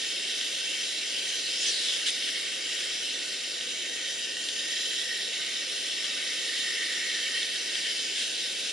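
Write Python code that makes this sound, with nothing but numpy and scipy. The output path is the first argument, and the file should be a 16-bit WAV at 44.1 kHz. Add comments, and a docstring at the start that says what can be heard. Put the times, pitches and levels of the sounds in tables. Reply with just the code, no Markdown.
"""A small gas stove hisses steadily over the soft roar of its flame, heard at two microphone ports.
The turbulent jet makes broadband noise, coloured by burner and pot and by a port ring near 3.1 kHz.
Three resonances swell and fade, and a reflection from moving fabric gives a phasing colour.
A nylon sleeping pad slides along a sleeve and a bivouac sack is handled: friction makes swishes,
brief whistles and crinkles, and buckling creases snap."""
import sys
import numpy as np
from scipy import signal
from scipy.fft import rfft, irfft
from scipy.io import wavfile

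SR = 44100
rng = np.random.default_rng(int(sys.argv[2]) if len(sys.argv) > 2 else 0)


def output_pcm(signal):
    """Save a mono or channel-first signal as 16-bit PCM at the path in sys.argv[1].

    Samples are clipped to [-1, 1] before scaling.
    """
    pcm = np.clip(np.atleast_2d(signal).T, -1, 1) * 32767
    wavfile.write(sys.argv[1], SR, np.round(pcm).astype(np.int16))


N = 384552
SIZE, HOP = 1024, 256  # short-time window and step, in samples
BINS = np.fft.rfftfreq(SIZE, 1 / SR)
FRAMES = np.arange(N // HOP + 5) * HOP / SR
TIME = np.arange(N) / SR

# spectrum of rubbed nylon: f/Hz, relative level/dB
NYLON_SPECTRUM = [(100, -55), (600, -41), (1100, -34), (1700, -4.5), (2500, -8), (3100, 5), (4200, -4),
                  (5300, -9.5), (6500, -10), (9000, -12), (11000, -18.5)]


def gas_jet():
    """Turbulent mixing radiates a broadband hiss, filtered by resonance and by reflection."""
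    # spectrum of the jet: f/Hz, relative level/dB
    spectrum = [(500, -30), (1050, -29), (1220, -16.5), (1500, -22.5), (2100, -5), (2800, -0.5), (3700, -1),
                (4500, -5), (5800, -6.5), (6600, -7.5), (8000, -14.5), (9600, -12.5), (11000, -12.5)]
    # resonances and hollows colouring the hiss (burner and pot, plus a microphone-port ring
    # near 3.1 kHz): f/Hz, width/Hz, gain/dB
    colouring_modes = [(1501, 128, 13.5), (1638, 150, 7), (1858, 198, 11), (2024, 106, -2.5),
                       (2310, 150, 0.5), (2457, 170, -8), (3157, 79, 5), (4200, 100, 1.5), (4410, 200, -3),
                       (5050, 220, 1.5), (5190, 110, 4.5), (6420, 310, -5.5), (7060, 620, 3.5),
                       (8900, 420, 3), (9670, 650, -3), (10200, 300, 1)]
    # strength of the hiss, sagging midway: t/s, level/dB before weighting by band
    flow = [(0, 1), (1.2, 1.5), (2.25, 1.4), (2.6, -0.7), (2.8, 1), (3.3, -1), (4.35, -0.9), (4.8, 1),
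            (5.5, 0), (5.93, 0), (6.15, 0.75), (7.5, 1.5), (8.72, 1.6)]
    # weight of that change in each band: f/Hz, factor
    flow_weights = [(1100, 0.11), (2700, 0.78), (5000, 1.6), (6800, 0.63), (9000, 1.1)]
    # moving body and fabric: t/s, closeness to the stove (0-1), delay of the reflection/ms
    fabric_path = [(0, 0.56, 0.33), (1.7, 0.16, 0.35), (2.6, 0.5, 1.3), (4.05, 0.6, 0.94), (4.7, 1, 0.53),
                   (5.35, 0.5, 0.59), (5.7, 1, 1.8), (6.2, 0.9, 2.4), (6.6, 0.8, 2), (6.75, 0.2, 0.56),
                   (8.72, 0, 0.39)]
    flow_db, = follow(flow, FRAMES)
    closeness, delay_ms = follow(fabric_path, FRAMES)
    level_db = over_frequency(spectrum) + peaks_db(colouring_modes)
    level_db = level_db + np.outer(flow_db, over_frequency(flow_weights))
    level_db += swelling_resonances_db(closeness)
    reflection = fabric_reflection(closeness, delay_ms)
    flutter_db = 1.04 * patches(seconds=0.018, width_hz=430) + 0.49 * drift(seconds=0.0032)[:, None]
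    return gain_of(-30.5) * port_noise(reflection * gain_of(level_db + flutter_db))


def swelling_resonances_db(closeness):
    """Resonance shapes three bands of the hiss; each wavers in pitch, swells and fades."""
    # low, middle and high (port) resonance: f/Hz, width/Hz, resting gain/dB, change with fabric closest/dB
    modes = [(1845, 250, -4, 4), (2140, 330, 0, -1.5), (3130, 220, -1, 1.1)]
    # smooth arches of gain: centre t/s, duration/s, low gain/dB, middle gain/dB, high gain/dB
    swells = [(1.21, 0.13, -3, -1.5, 4), (2.5, 0.59, 1.5, 3.5, 1), (4.03, 0.43, 6, 1, 3),
              (4.33, 0.33, 2, -6, 3), (4.73, 0.11, 7, 0, 2), (4.92, 0.13, 0, 0, 5.5),
              (5.15, 0.3, 8.5, -3, 4), (5.42, 0.27, 1, 5, -6), (6.2, 0.3, 2.5, 6, 1.5),
              (6.96, 0.71, 12, 7, 0.5), (7.42, 0.37, 5, 1, 5.5), (7.89, 0.18, 6.5, 3, 3),
              (8.3, 0.81, 0, -3, 0.5)]
    arches_db = sum(np.outer(dbs, 0.5 ** ((2 * (FRAMES - s) / length) ** 2))
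                    for s, length, *dbs in swells)
    # a lower hollow note swells along with the middle resonance
    total_db = 0.58 * np.outer(arches_db[1], bell(1300, width_hz=340))
    for (hz, width, rest_db, close_db), arch_db in zip(modes, arches_db):
        hump = bell(hz + 20 * drift(seconds=0.042)[:, None], width)
        spurts_db = 0.8 * drift(seconds=0.0057) + 0.5 * drift(seconds=0.07)
        height_db = rest_db + close_db * closeness + arch_db + spurts_db
        total_db += hump * height_db[:, None]
    return total_db


def fabric_reflection(closeness, delay_ms):
    """Interference of direct and delayed sound makes a comb filter: gain per frame and frequency."""
    # peaks and hollows of the space between stove and fabric, at its closest: f/Hz, width/Hz, gain/dB
    cavity_modes = [(1190, 120, 2), (1730, 100, -6), (3150, 150, 1), (3320, 150, -1.5), (3490, 120, 0),
                    (4060, 76, -0.5), (4850, 140, 2.5), (5230, 120, 2.5)]
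    cavity_db = np.outer(closeness, peaks_db(cavity_modes))
    reflectance = np.clip(BINS / 4000, 0, 1) ** 2  # folds reflect only short waves
    # many weak reflections make ripples that wander
    wander_db = np.outer(1 + 1.5 * closeness, reflectance) * patches(seconds=0.12, width_hz=92)
    echo = np.outer(0.19 * closeness, reflectance)
    phase = 2 * np.pi * np.outer(delay_ms, BINS) / 1000
    comb = abs(1 + echo * np.exp(-1j * phase))
    return comb * gain_of(cavity_db + wander_db)


def flame():
    """Unsteady heat release radiates a soft, even roar, here with a narrow hollow in its spectrum."""
    # spectrum of combustion: f/Hz, relative level/dB
    spectrum = [(12, -55), (20, -44), (103, -22.5), (283, -2), (396, -1), (535, 0), (592, -1.5),
                (654, -2.5), (723, -8), (1050, -16), (1100, -26), (1430, -38), (2420, -120)]
    colour_db = over_frequency(spectrum) - 5.5 * bell(594, width_hz=40)
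    return gain_of(-50.2) * port_noise(gain_of(colour_db))


def pad_slide():
    """Friction of thread on thread: random slips in a broad resonance whose pitch follows the speed."""
    start_s, fastest_s, end_s, release_s = 0.87, 1.616, 2.05, 0.098
    start_hz, fastest_hz, end_hz = 2730, 5460, 3200
    rise_db_per_s, fall_db_per_s = 47, 3
    bend = 1.76  # power of the speed law: the speed peaks sharply
    speeding = np.clip((TIME - start_s) / (fastest_s - start_s), 0, 1) ** bend
    slowing = np.clip((end_s - TIME) / (end_s - fastest_s), 0, 1) ** bend
    t = TIME - fastest_s
    rising_hz = start_hz + (fastest_hz - start_hz) * speeding
    falling_hz = end_hz + (fastest_hz - end_hz) * slowing
    hz = np.where(t < 0, rising_hz, falling_hz)
    level_db = -34 + np.minimum(rise_db_per_s * t, -fall_db_per_s * t)
    rasp = resonate(slips(N, per_s=6000, spread_db=7), hz, width_hz=1000)
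    touching = (TIME > start_s) * np.clip((end_s - TIME) / release_s, 0, 1)
    return touching * gain_of(level_db) * rasp


def zips():
    """Dense random slips through a narrow gliding resonance make brief nylon whistles."""
    # taut nylon over nylon: t/s, duration/s, level/dB, start f/Hz, end f/Hz
    glides = [(1.1, .17, -42, 2900, 3280), (1.26, .18, -42.5, 6200, 5780), (1.35, .2, -44, 4000, 3750),
              (1.598, .055, -37.5, 6700, 7150), (1.656, .062, -32, 6500, 5480),
              (1.735, .09, -38, 3950, 3800), (1.87, .09, -36, 3500, 3350)]
    out = np.zeros((2, N))
    for s, length, db, start_hz, end_hz in glides:
        hz = np.linspace(start_hz, end_hz, round(length * SR))
        friction = slips(SR, per_s=8600, spread_db=-7)[:, :len(hz)]
        whistle = resonate(friction, hz, width_hz=350)
        add(out, s, gain_of(db) * whistle * signal.windows.tukey(len(hz), 0.5))
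    return out


def scuffs():
    """Stick-slip friction: dense slips merge into short swishes, brighter for a faster stroke."""
    # strokes of nylon: centre t/s, duration/s, level/dB, tilt/(dB per octave)
    strokes = [(1.292, 0.06, -38, 5), (1.671, 0.14, -30.5, 1), (1.844, 0.44, -35, 2.5),
               (2.081, 0.052, -25, 1), (2.284, 0.043, -33, -5), (2.829, 0.17, -38.5, -3),
               (3.061, .16, -41.5, 1), (4.49, .016, -35, -2), (4.782, 0.05, -37, -6),
               (4.914, 0.029, -35.5, -3), (6.055, 0.037, -34, -3), (7.56, 0.06, -35.5, -3),
               (7.76, 0.088, -37, -3), (8.205, 0.13, -32.5, 1)]
    out = np.zeros((2, N))
    hz = np.fft.rfftfreq(SR // 2, 1 / SR)
    t = (np.arange(SR // 2) - SR // 4) / SR
    octaves = np.log2(np.maximum(hz, 1500) / 3000)
    for s, length, db, tilt_db in strokes:
        colour_db = over_frequency(NYLON_SPECTRUM, hz) + tilt_db * octaves
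        grains = coloured(slips(len(t), per_s=8000, spread_db=0.5), colour_db)
        envelope = np.exp(-(2.47 * t / length) ** 4)
        add(out, s + t[0], gain_of(db) * grains * envelope)
    return out


def crease_snaps():
    """Snap-through buckling: a crease flips with a tiny crack and rings for a few cycles."""
    # flipping creases: t/s, level/dB, f/Hz
    creases = [(0.412, -18, 3170), (2.0847, -17, 3280), (2.1047, -22, 8800), (3.6104, -21, 3170),
               (4.369, -25, 3150), (4.4877, -18, 3430), (4.564, -23, 3420), (6.043, -20, 3170),
               (7.1496, -23, 3910), (7.431, -19, 3350), (7.7552, -18, 3260)]
    out = np.zeros((2, N))
    t = np.arange(SR // 50) / SR
    for s, db, hz in creases:
        envelope = (1 - np.exp(-t / 0.00017)) * np.exp(-t / 0.00091)
        ring = envelope / envelope.max() * np.sin(2 * np.pi * hz * t)
        crack = np.diff(rng.standard_normal((2, len(t) + 1))) * np.exp(-t / 0.0007)
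        add(out, s, gain_of(db) * (ring + 0.23 * crack))
    return out


def crinkles():
    """Handled nylon releases elastic energy in faint, sparse ticks that swell in clumps."""
    clumps_db = 1.3 * np.interp(TIME, FRAMES, np.clip(drift(seconds=0.039), -2, 1))
    ticks = slips(N, per_s=110, spread_db=6) * gain_of(clumps_db)
    colour_db = over_frequency(NYLON_SPECTRUM, np.fft.rfftfreq(N, 1 / SR))
    return gain_of(-48) * coloured(ticks, colour_db)


def slips(count, per_s, spread_db):
    """Shot noise of slipping cloth: one train of uneven impulses in common, plus one for each port."""
    size = gain_of(spread_db * np.minimum(rng.exponential(1, (3, count)), 3))
    clicks = size * rng.choice([-1, 1], (3, count)) * (rng.random((3, count)) < per_s / SR)
    return unit_rms(clicks[0] + 0.73 * clicks[1:])


def port_noise(magnitude):
    """Partial coherence: noise of a given short-time spectrum as two ports hear it, of rms 1."""
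    # likeness of the ports: f/Hz, coherence (0-1)
    coherence = [(40, 0.54), (300, 0.86), (520, 0.86), (620, 0.13), (950, .1), (1300, 0.58), (1700, 0.97),
                 (3000, 0.92), (3300, 0.14), (3700, 0.95), (5000, 0.86), (6400, 0.75), (7200, 0.37),
                 (11000, 0.84)]
    # level difference: f/Hz, left minus right level/dB
    balance = [(500, -0.5), (620, -3.5), (900, 3), (1350, -3), (2300, -1.5), (2900, 0.5), (3130, 1.5),
               (3400, -5), (4200, -2), (5200, 3.5), (7000, 1), (9000, 1), (9700, 0), (11000, 0)]
    # phase difference: f/Hz, lead of the left port/rad
    phase_lead = [(550, 0), (1100, 1.6), (1600, 0), (3020, -.1), (3250, -1.7), (3450, -.2), (4800, 0),
                  (6800, -1.4), (8200, -1.2), (11000, -2.3)]
    a, b, c, d = rng.standard_normal((4, len(FRAMES), len(BINS)))
    shared = np.clip(over_frequency(coherence), 0, 1)
    left = a + 1j * b
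    right = shared * left + np.sqrt(1 - shared ** 2) * (c + 1j * d)
    right *= np.exp(-1j * over_frequency(phase_lead))
    lean = gain_of(over_frequency(balance) / 2)
    spectra = np.array([left * lean, right / lean]) * magnitude
    _, noise = signal.istft(spectra.transpose(0, 2, 1), nperseg=SIZE, noverlap=SIZE - HOP)
    return unit_rms(noise[:, :N])


def resonate(x, hz, width_hz):
    """Heterodyne filtering: a steep-skirted resonance that follows the curve hz, output of rms 1."""
    carrier = np.exp(2j * np.pi * np.cumsum(hz) / SR)
    pole = np.exp(-np.pi * width_hz / SR)
    baseband = signal.lfilter([(1 - pole) ** 2], [1, -2 * pole, pole * pole], x / carrier)
    return unit_rms((carrier * baseband).real)


def coloured(x, colour_db):
    """Zero-phase filtering by a spectrum in decibels, output of rms 1."""
    return unit_rms(irfft(rfft(x) * gain_of(colour_db), x.shape[-1]))


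def drift(seconds):
    """Gaussian-smoothed noise, one value per frame, of rms 1."""
    kernel = np.exp(-0.5 * ((FRAMES - FRAMES.mean()) / seconds) ** 2)
    return unit_rms(signal.fftconvolve(rng.standard_normal(len(FRAMES)), kernel, "same"))


def patches(seconds, width_hz):
    """A random field correlated over time and frequency, of rms 1."""
    field = rng.standard_normal((len(FRAMES), len(BINS)))
    kernel = np.exp(-0.5 * ((FRAMES - FRAMES.mean()) / seconds) ** 2)
    field = signal.fftconvolve(field, kernel[:, None], "same", axes=0)
    return unit_rms(signal.fftconvolve(field, bell(BINS.mean(), width_hz)[None], "same", axes=1))


def bell(hz, width_hz):
    """A Gaussian over frequency, of height 1 and full width width_hz at half height."""
    return np.exp(-np.log(2) * (2 * (BINS - hz) / width_hz) ** 2)


def peaks_db(modes):
    """Peaks and hollows in cascade: their decibels add."""
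    return sum(db * bell(hz, width) for hz, width, db in modes)


def over_frequency(points, hz=BINS):
    """A table interpolated over log frequency."""
    f, value = np.transpose(points)
    return np.interp(np.log(hz + 1), np.log(f + 1), value)


def follow(rows, t):
    """The columns of a table interpolated at times t."""
    s, *columns = np.transpose(rows)
    return [np.interp(t, s, column) for column in columns]


def gain_of(db):
    """Decibels to amplitude."""
    return 10 ** (np.asarray(db) / 20)


def unit_rms(x):
    """Scales to an rms of 1."""
    return x / np.sqrt(np.mean(x ** 2) + 1e-20)


def add(mix, s, sound):
    """Superposes a sound on the mix at time s."""
    part = mix[:, max(round(s * SR), 0):][:, :sound.shape[-1]]
    part += sound[..., :part.shape[1]]


def scene():
    """Superposition of the stove and the handled nylon."""
    return gas_jet() + flame() + pad_slide() + zips() + scuffs() + crinkles() + crease_snaps()


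def record(dry):
    """Band limiting: a steep linear-phase low-pass removes the top treble."""
    cutoff_hz = 11060
    lowpass = signal.firwin(1023, cutoff_hz, window=("kaiser", 9), fs=SR)
    return signal.oaconvolve(dry, lowpass[None], "same", axes=1)


dry = scene()
out = record(dry)
output_pcm(out)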